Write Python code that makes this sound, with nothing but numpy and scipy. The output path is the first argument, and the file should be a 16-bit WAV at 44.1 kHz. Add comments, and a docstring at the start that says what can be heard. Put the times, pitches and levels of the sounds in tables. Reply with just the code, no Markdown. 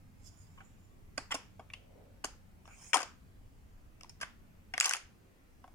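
"""A quiet room, where small cosmetics are handled in a plastic makeup case on a table, close to two microphones.
A tray creeps and ticks, slides out and hits its stop; a pencil is tapped and snapped into its slot.
Knocks are bursts of tiny bounces that ring the plastic; brushing and sliding are grainy, coloured noise.
The room answers with a short tail of noise, over a low ventilation rumble with hum and hiss."""
import sys
import numpy as np
from scipy import signal
from scipy.io import wavfile
from scipy.ndimage import uniform_filter1d

SR = 44100
rng = np.random.default_rng(int(sys.argv[2]) if len(sys.argv) > 2 else 0)


def invert_db(x):
    """Field ratio 10**(x/20) for x, a level in decibels (scalar or array-like)."""
    u = np.asarray(x, float) / 20
    return 10 ** u


def transcribe(signal):
    """Save signal, clipped to [-1, 1], as a 16-bit WAV file at the path in sys.argv[1]."""
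    frames = np.atleast_2d(signal).T
    limited = np.clip(frames, -1, 1)
    pcm = np.round(limited * 32767).astype(np.int16)
    wavfile.write(sys.argv[1], SR, pcm)


N = 253134  # length in samples

# What the plastic case rings with, before each knock reshapes it.
# Each row: pitch in Hz, relative level in dB, time to fade by 60 dB in seconds.
CASE_MODES = [(283, -8, 0.069), (427, -11.5, 0.026), (530, 0.5, 0.014), (643, -10.5, 0.03), (750, -2, .04),
              (908, -3, 0.027), (1129, -4.5, 0.042), (1224, 3.5, 0.017), (1518, 0.5, 0.021),
              (1630, -3, 0.0065), (1938, 0.5, .018), (2270, -3, 0.036), (2600, -4, 0.029), (2903, 0, 0.026),
              (3328, -0.5, 0.02), (4080, -3, 0.0013), (4605, -8, 0.011), (5250, -5, 0.016),
              (5500, -10, 0.0073), (6146, -4, 0.0076), (6930, -2.5, 0.01), (7740, -3.5, 0.0039),
              (8300, -2.5, 0.0059), (9800, -9.5, 0.013), (9990, -6.5, 0.0054), (11850, -12.5, 0.004),
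              (12700, -22, .003), (14900, -17, .003)]


def evened(x):
    """Scales to rms 1."""
    return x / np.sqrt(np.mean(x ** 2) + 1e-20)


def read(points, hz):
    """Reads a table along log frequency."""
    f, value = np.transpose(points)
    return np.interp(np.log(hz + 1), np.log(f + 1), value)


def curve(rows):
    """Draws straight lines between the rows of a timed table, giving each column at every sample."""
    s, *columns = np.transpose(rows)
    return [np.interp(np.arange(N) / SR, s, c) for c in columns]


def panned(pan_db):
    """Left and right gains that differ by pan_db; positive leans left."""
    return invert_db([[pan_db / 2], [-pan_db / 2]])


def stereo_spectrum(same, hz, a, b, c, d):
    """Two random spectra; the right one shares as much of the left as the likeness table says."""
    same = np.clip(read(same, hz), -1, 1)[:, None]
    left = a + 1j * b
    right = same * left + np.sqrt(1 - same ** 2) * (c + 1j * d)
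    return np.array([left, right])


def noise(colour, same, patchy_db, size=1024):
    """Stereo noise of a given colour and likeness, with drifting louder and softer patches."""
    frames, hz = 4 * N // size + 5, np.fft.rfftfreq(size, 1 / SR)
    a, b, c, d, patches = rng.standard_normal((frames, len(hz), 5)).T
    patches = uniform_filter1d(patches, size=10, axis=0)
    patches = evened(uniform_filter1d(patches, size=10, axis=1))
    spectrum = stereo_spectrum(same, hz, a, b, c, d)
    spectrum *= invert_db(read(colour, hz)[:, None] + patchy_db * patches)
    return evened(signal.istft(spectrum, nperseg=size, noverlap=3 * size // 4)[1][:, :N])


def resonate(x, hz, width_hz):
    """A resonance of gain 1 that follows the curve hz: shift down to zero, smooth, shift back."""
    turn = np.exp(2j * np.pi * np.cumsum(hz * np.ones(N)) / SR)
    r = np.exp(-np.pi * width_hz / SR)
    return 2 * (turn * signal.lfilter([1 - r], [1, -r], x / turn)).real


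def bass_of(x, top_hz):
    """The part of x under top_hz."""
    return signal.sosfiltfilt(signal.butter(2, top_hz, fs=SR, output="sos"), x)


def strokes(rows):
    """Gain of strokes that each rise, hold and fall in straight lines of dB."""
    t = np.arange(N) / SR
    total = 0
    for s, hold, db, rise, fall in rows:
        before, after = np.maximum(s - t, 0), np.maximum(t - s - hold, 0)
        total = total + invert_db(db - rise * before - fall * after)
    return total


def air():
    """Ventilation rumble and hiss are shaped noise; the fuzzy hum is noise through a narrow resonance."""
    # Colour of rumble and hiss. Each row: frequency in Hz, relative level in dB per Hz.
    air_colour = [(12, -24.5), (20, 1), (95, -6.5), (126, -10.5), (180, -9.5), (274, -13.5), (452, -22),
                  (880, -26), (2400, -31), (3850, -38.5), (6500, -39), (11000, -40.5), (14800, -38),
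                  (16500, -45)]
    # Each row: frequency in Hz, likeness of left and right (-1 to 1).
    air_same = [(60, 0.64), (180, 0.55), (550, 0.066), (1650, -0.27), (4970, 0.26), (15000, -0.42)]
    # The hum. Each row: pitch in Hz, width in Hz, level in dB before the rumble drifts.
    fan = [(90.4, 14, -66.5)]
    # Slow drift of the rumble. Each row: time in seconds, gain in dB.
    rumble = [(0, 2), (3.8, 1.7), (4.6, -0.5), (5.74, -3)]
    air_db = -59.5  # before the rumble drifts
    hum = sum(invert_db(db) * evened(resonate(rng.standard_normal(N), hz, width)) for hz, width, db in fan)
    bed = invert_db(air_db) * noise(air_colour, air_same, patchy_db=2.0, size=4096) + hum
    return bed + (invert_db(curve(rumble)[0]) - 1) * bass_of(bed, top_hz=200)


def room(x):
    """Each band stores the power sent out in all directions, loses it at its own speed and sounds as noise."""
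    # How long the tail lasts. Each row: frequency in Hz, time to fade by 60 dB in seconds.
    fade_times = [(250, 0.22), (700, 0.25), (1400, 0.37), (3000, 0.33), (6000, 0.3), (12000, 0.17)]
    # Each row: frequency in Hz, likeness of left and right in the tail.
    tail_same = [(250, .9), (700, 0.7), (1500, 0.15), (4000, 0.037)]
    hop_s, first_s = 64 / SR, 0.0018  # frame step; build-up time of the answer
    hz, t, z = signal.stft(x, SR, nperseg=256, noverlap=192)
    # all directions together smooth the colour
    power = uniform_filter1d((abs(z) ** 2).mean(0), size=5, axis=0)
    keep = invert_db(-120 * hop_s / read(fade_times, hz))  # power kept per step
    fill = np.exp(-hop_s / first_s)
    stored = np.array([signal.lfilter([0, 1 - k], [1, -k], p) for k, p in zip(keep, power)])
    stored = signal.lfilter([0, 1 - fill], [1, -fill], stored)  # walls answer after a short gap
    a, b, c, d = rng.standard_normal((len(t), len(hz), 4)).T
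    field = stereo_spectrum(tail_same, hz, a, b, c, d) * np.sqrt(abs(stored))
    return signal.istft(field, nperseg=256, noverlap=192)[1][:, :N]


def dull_rub():
    """A dull, low rub, such as the tray creeping in the case: noise through a wide low resonance, twice."""
    # Each row: full at seconds, hold in seconds, level in dB, rise and fall in dB per second.
    rub_strokes = [(2.0, 0.0074, -60.5, 52, 75.15), (5.25, 0.095, -74, 60, 70)]
    # Centre of the resonance. Each row: time in seconds, frequency in Hz.
    rub_hz = [(2.2, 515), (5.0, 292)]
    hz = curve(rub_hz)[0]
    shared = rng.standard_normal((2, N)) + 0.5 * rng.standard_normal(N)
    once = resonate(shared, hz, width_hz=260)
    return strokes(rub_strokes) * evened(resonate(once, hz, width_hz=290))


def friction(rows, span_s, colour, pan_db, grain_db):
    """Rubbing: coloured noise, grainy in level, while the contact lasts."""
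    t = np.arange(N) / SR
    stroke = strokes(rows) * (t > span_s[0]) * (t < span_s[1])
    grain = invert_db(grain_db * evened(uniform_filter1d(rng.standard_normal(N), size=120)))
    likeness = [(500, .8), (3000, .2)]  # Hz, left-right likeness
    rub = evened(noise(colour, likeness, patchy_db=5.0) * grain)
    return rub * uniform_filter1d(stroke, size=200) * panned(pan_db)  # stroke edges are softened


def brush():
    """Fingers brush skin and plastic: short strokes of grainy friction noise."""
    # Each row: full at seconds, hold in seconds, level before softening in dB, rise and fall in dB per second.
    brush_strokes = [(.26, 0.018, -58.5, 577, 670), (.415, 0.0036, -69, 65, 192),
                     (.47, 0.18, -80.5, 300, 24.9)]
    # Each row: frequency in Hz, relative level in dB per Hz.
    brush_colour = [(1470, -54), (2500, -18), (3490, -9.5), (3760, -36), (3880, -26), (5110, -5.5),
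                    (6230, -9), (6960, 4.5), (7730, -6), (12000, -19.5), (15600, -35), (22000, -120)]
    # Start and end of the contact in seconds.
    brush_span = (.18, 1)
    return friction(brush_strokes, brush_span, brush_colour, pan_db=-11.5, grain_db=-1.5)


def tray():
    """The tray moves out: a bright slide and a low scrape, both friction noise."""
    # Both strokes. Each row: full at seconds, hold in seconds, level before softening in dB,
    # rise and fall in dB per second.
    slide, scrape = [(2.83, .075, -57, 84, 499)], [(2.68, .19, -64.5, 600, 80)]
    # Both colours. Each row: frequency in Hz, relative level in dB per Hz.
    slide_colour, scrape_colour = [(2470, -36), (4200, -19), (5280, -0.5), (5850, -4), (6490, 3.5),
                                   (7580, -5), (8680, -1.5), (11000, -20), (14500, -22.5)], [(290, -22.5), (500, -1), (557, -34.5), (768, 2),
                                                         (828, -4), (884, -6.5), (1440, -2.5), (2000, -7.5),
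                                                         (2400, 2.5), (3600, -13.5), (4680, -56),
                                                         (7920, -120)]
    # Start and end of the contact in seconds.
    tray_span = (2.65, 2.928)
    sliding = friction(slide, tray_span, slide_colour, pan_db=-3.5, grain_db=1.5)
    return sliding + friction(scrape, tray_span, scrape_colour, pan_db=-1.0, grain_db=2.0)


def rattles():
    """Loose items rattle on after a jolt: rows of small fading knocks at uneven gaps, on chance spots."""
    # Each row: start in seconds, length in seconds, first level in dB before chance, fade in dB per second,
    # deepest favoured pitch in Hz.
    jolts = [(2.955, .065, -26.5, 198.5, 705.5), (4.814, .155, -31.5, 24.5, 1162)]
    gap_s, spread_db, octaves = .009, 1.5, 1.5  # mean gap, chance in level, span of pitches
    high_db, chatter_ms = 0.5, 3  # mean level of the high modes, fade time of the bounces
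    rows = []
    for start, length, first_db, fade_db, deepest_hz in jolts:
        gap, size, spot, bright = rng.random((30, 4)).T
        after = gap_s * np.cumsum(.5 + gap) - gap_s
        for a, u, v, b in zip(after, size, spot, bright):
            if a < length:
                middle_db = first_db - fade_db * a + spread_db * (2 * u - 1)
                bright_db = high_db + 2 * spread_db * (2 * b - 1)
                rows.append((start + a, middle_db, bright_db, deepest_hz * 2 ** (octaves * v), chatter_ms))
    return rows


def bounce_train(bounces, chatter_ms):
    """A contact chatters: chance bounces grow, die away and surround one firm hit as the part seats."""
    bounce_db, seat_ms = 3.5, 1.2
    t = np.arange(len(bounces)) / SR
    dying = np.exp(-t / max(chatter_ms / 1000, 1e-4))
    chatter = np.sign(bounces) * invert_db(bounce_db * abs(bounces)) * dying
    chatter *= abs(bounces) > 1.2  # only the stronger draws touch
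    chatter *= np.minimum(t * 1000 / seat_ms, 1)  # the contact grows until the part seats
    chatter[int(seat_ms * SR / 1000)] = invert_db(bounce_db * 3.33)
    return chatter


def knock(row, luck, bounces):
    """One contact: tiny bounces ring the modes, each as strongly as the struck spot allows."""
    # Where the working hand is. Each row: time in seconds, left-right difference in dB,
    # microseconds by which the left microphone leads.
    hand = [(.5, 0, 203), (1.2, -6, 105), (1.4, 2.5, 133), (1.65, 1, 21), (2.25, 1, 116), (2.9, 8.5, 117),
            (4.1, 0, 130), (4.8, 1.5, 123), (5.65, 1, 80)]
    # A spot that favours a deep mode also moves the other low modes.
    # Each row: favoured pitch in Hz, relative level of the low modes in dB.
    weight = [(600, 4.5), (800, 9), (1100, 0), (1500, -8.5), (2500, -18.5), (5200, -5.5), (7000, -8.5)]
    low_top_hz, high_foot_hz = 1300, 4000  # borders of the low, middle and high modes
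    spot_db, detune, apart_hz = 1.5, .04, 3500  # chance in level, pitch and left-right phase
    favour_db, favour_width = 3.0, .12  # lift of the favoured modes, width in log frequency
    deep_db, reach, skirt_db = 8.5, 0.87, 3.0  # deep cut, its border in octaves, loss per octave
    full_ring_ms, shortest = 3.6, 0.47  # chatter that lets the case ring fully, least share of the ring

    s, middle_db, high_db, favoured_hz, chatter_ms = row
    low_db = read(weight, favoured_hz)
    hz, db, t60 = np.repeat(np.transpose(CASE_MODES), 2, axis=1)[:, :, None]  # plates ring in close pairs
    t = np.arange(2048) / SR
    hand_s, *place = np.transpose(hand)
    pan_db, lead_us = (np.interp(s, hand_s, column) for column in place)

    nearness = np.exp(-(np.log(hz / favoured_hz) / favour_width) ** 2)
    deep = np.minimum(np.log2(hz / low_top_hz) + reach, 0) * np.minimum(low_db, 0)
    db = db - deep_db / 10 * deep  # a light, bright contact hardly moves the deepest modes
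    db = db - skirt_db * abs(np.log2(hz / favoured_hz))  # modes far from the favoured one answer less
    db = db + spot_db * luck[:, :1] + favour_db * nearness
    t60 = t60 * np.clip(chatter_ms / full_ring_ms, shortest, 1)  # a short, firm contact damps the ring
    # modes near the favoured pitch move onto it, the others go slightly off
    hz = hz * (favoured_hz / hz) ** nearness * (1 + detune * luck[:, 1:2] * (1 - nearness))

    # modes start up or down by chance, the favoured ones together
    flip = np.pi * (luck[:, 2:3] > 4 * nearness)
    # the microphones hear the knock a moment apart and see unlike phases of the higher modes
    apart = hz * (luck[:, 3:4] / apart_hz - 2 * np.pi * lead_us * 1e-6)
    phase = flip + np.array([0, 1])[:, None, None] * apart
    modes = invert_db(db - 60 * t / t60) * np.sin(2 * np.pi * hz * t + phase)
    modes *= 1 - np.exp(-t * hz)  # each mode builds up in about a cycle

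    chatter = bounce_train(bounces, chatter_ms)
    low, high = hz[:, 0] < low_top_hz, hz[:, 0] > high_foot_hz
    out = 0
    for group, group_db in ((low, low_db), (~low & ~high, 0), (high, high_db)):
        ring = signal.fftconvolve(modes[:, group].sum(1), chatter[None], axes=1)
        out = out + invert_db(middle_db + group_db) * ring / abs(ring).max(1, keepdims=True)
    return out * panned(pan_db)


def knocks():
    """All ticks, taps, snaps, the tray's stop and the rattles, each as a knock on the ringing case."""
    # Each row: time in seconds, level of the middle modes in dB before panning,
    # level of the high modes relative to them in dB, favoured pitch in Hz, fade time of the bounces in ms.
    contacts = [(0.5743, -52.5, -16, 1020, 12), (0.6038, -45, -23, 1377, 7.6),
                (1.1757, -29.5, -8, 1590, 5.4), (1.1781, -35, 11.5, 900, 2.6), (1.3058, -33, -14, 1380, 12),
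                (1.3133, -30.5, -0.5, 1300, 4), (1.3185, -25, -4, 1300, 5.5), (1.342, -36, 7, 600, 4.2),
                (1.3472, -33, 6.5, 1074, 4.5), (1.5941, -47.5, -8, 740, 5.5), (1.7, -42, -18, 2300, 2.6),
                (1.7346, -33, -9.5, 2800, 3.3), (2.2395, -31.5, -10, 5170, 4.6),
                (2.2439, -38, 15.5, 750, 2.9), (2.252, -38, 7, 6950, 3.3), (2.6543, -53.5, -12, 1000, 1.7),
                (2.6758, -54.5, 1, 727, 1.7), (2.9315, -15.5, -6, 2400, 3.2), (2.9408, -19, 1, 1017, 10.6),
                (3.029, -39, 8.5, 1060, 3), (4.0086, -45, 2.5, 5250, 1.6), (4.0324, -46, 9, 5250, 1.3),
                (4.0437, -52.5, 1, 900, 1.3), (4.0933, -55, 14.5, 5400, 4), (4.201, -52.5, -1.5, 1220, 5.5),
                (4.2112, -31.5, -0.5, 1550, 12), (4.229, -27.5, -10.5, 1529, 3),
                (4.7368, -25, -10, 1700, 3.1), (4.778, -20, -2, 1800, 0.68),
                (4.7999, -29.5, 20.5, 6850, 0.79), (4.8079, -14, 1, 2580, 1.3),
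                (4.8296, -27, -2, 1600, 1.5), (4.843, -24.5, 6, 2706, 5.9), (4.8556, -23.5, 7, 5070, 1.6),
                (4.8596, -28, 10.5, 6550, 1.7), (4.893, -31, 15, 6200, 1.7),
                (4.9227, -36.5, 5.5, 5600, 1.3), (4.9089, -21, -1, 1550, 2.1),
                (4.9349, -19.5, 1, 2540, 1.5), (4.947, -29, -15, 1330, 0.95), (5.6402, -52, -9, 750, 3.1),
                (5.6765, -57, -4, 920, 2.5)]
    out = np.zeros((2, N + SR))
    rows = contacts + rattles()
    # per knock: 1024 draws for the bounces, then 4 for each of the paired modes
    luck = rng.standard_normal((len(contacts) + 60, len(CASE_MODES) * 8 + 1024))
    for row, draw in zip(rows, luck):
        sound = knock(row, draw[1024:].reshape(-1, 4), draw[:1024])
        out[:, round(row[0] * SR):][:, :sound.shape[1]] += sound
    return out[:, :N]


def scene():
    """Case sounds, their room tail, the dull rub and the air."""
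    near = knocks() + tray() + brush()
    return near + invert_db(-8.0) * room(near) + dull_rub() + air()


def band_limit(x):
    """A steep low-pass at the top of the band."""
    return signal.sosfilt(signal.butter(12, 16530, fs=SR, output="sos"), x)


def record(dry):
    """An automatic low cut closes gradually while loud treble lasts."""
    treble_hz, knee_db = 6000, -46  # treble above this pitch and level closes the cut
    share, cut_hz = 2.3, 350  # dB of cut per dB of excess, top of the bass that is cut
    treble = dry - bass_of(bass_of(dry, treble_hz), treble_hz)
    treble_power = abs(uniform_filter1d((treble ** 2).mean(0), size=1500))
    treble_db = 10 * np.log10(treble_power + 1e-12)
    over_db = np.maximum(treble_db - knee_db, 0)
    over_db = uniform_filter1d(over_db, size=6000, origin=1200)  # mean over about 136 ms, mostly past
    mix = dry - (1 - invert_db(-share * over_db)) * bass_of(dry, cut_hz)
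    return band_limit(mix)


dry = scene()
out = record(dry)
transcribe(out)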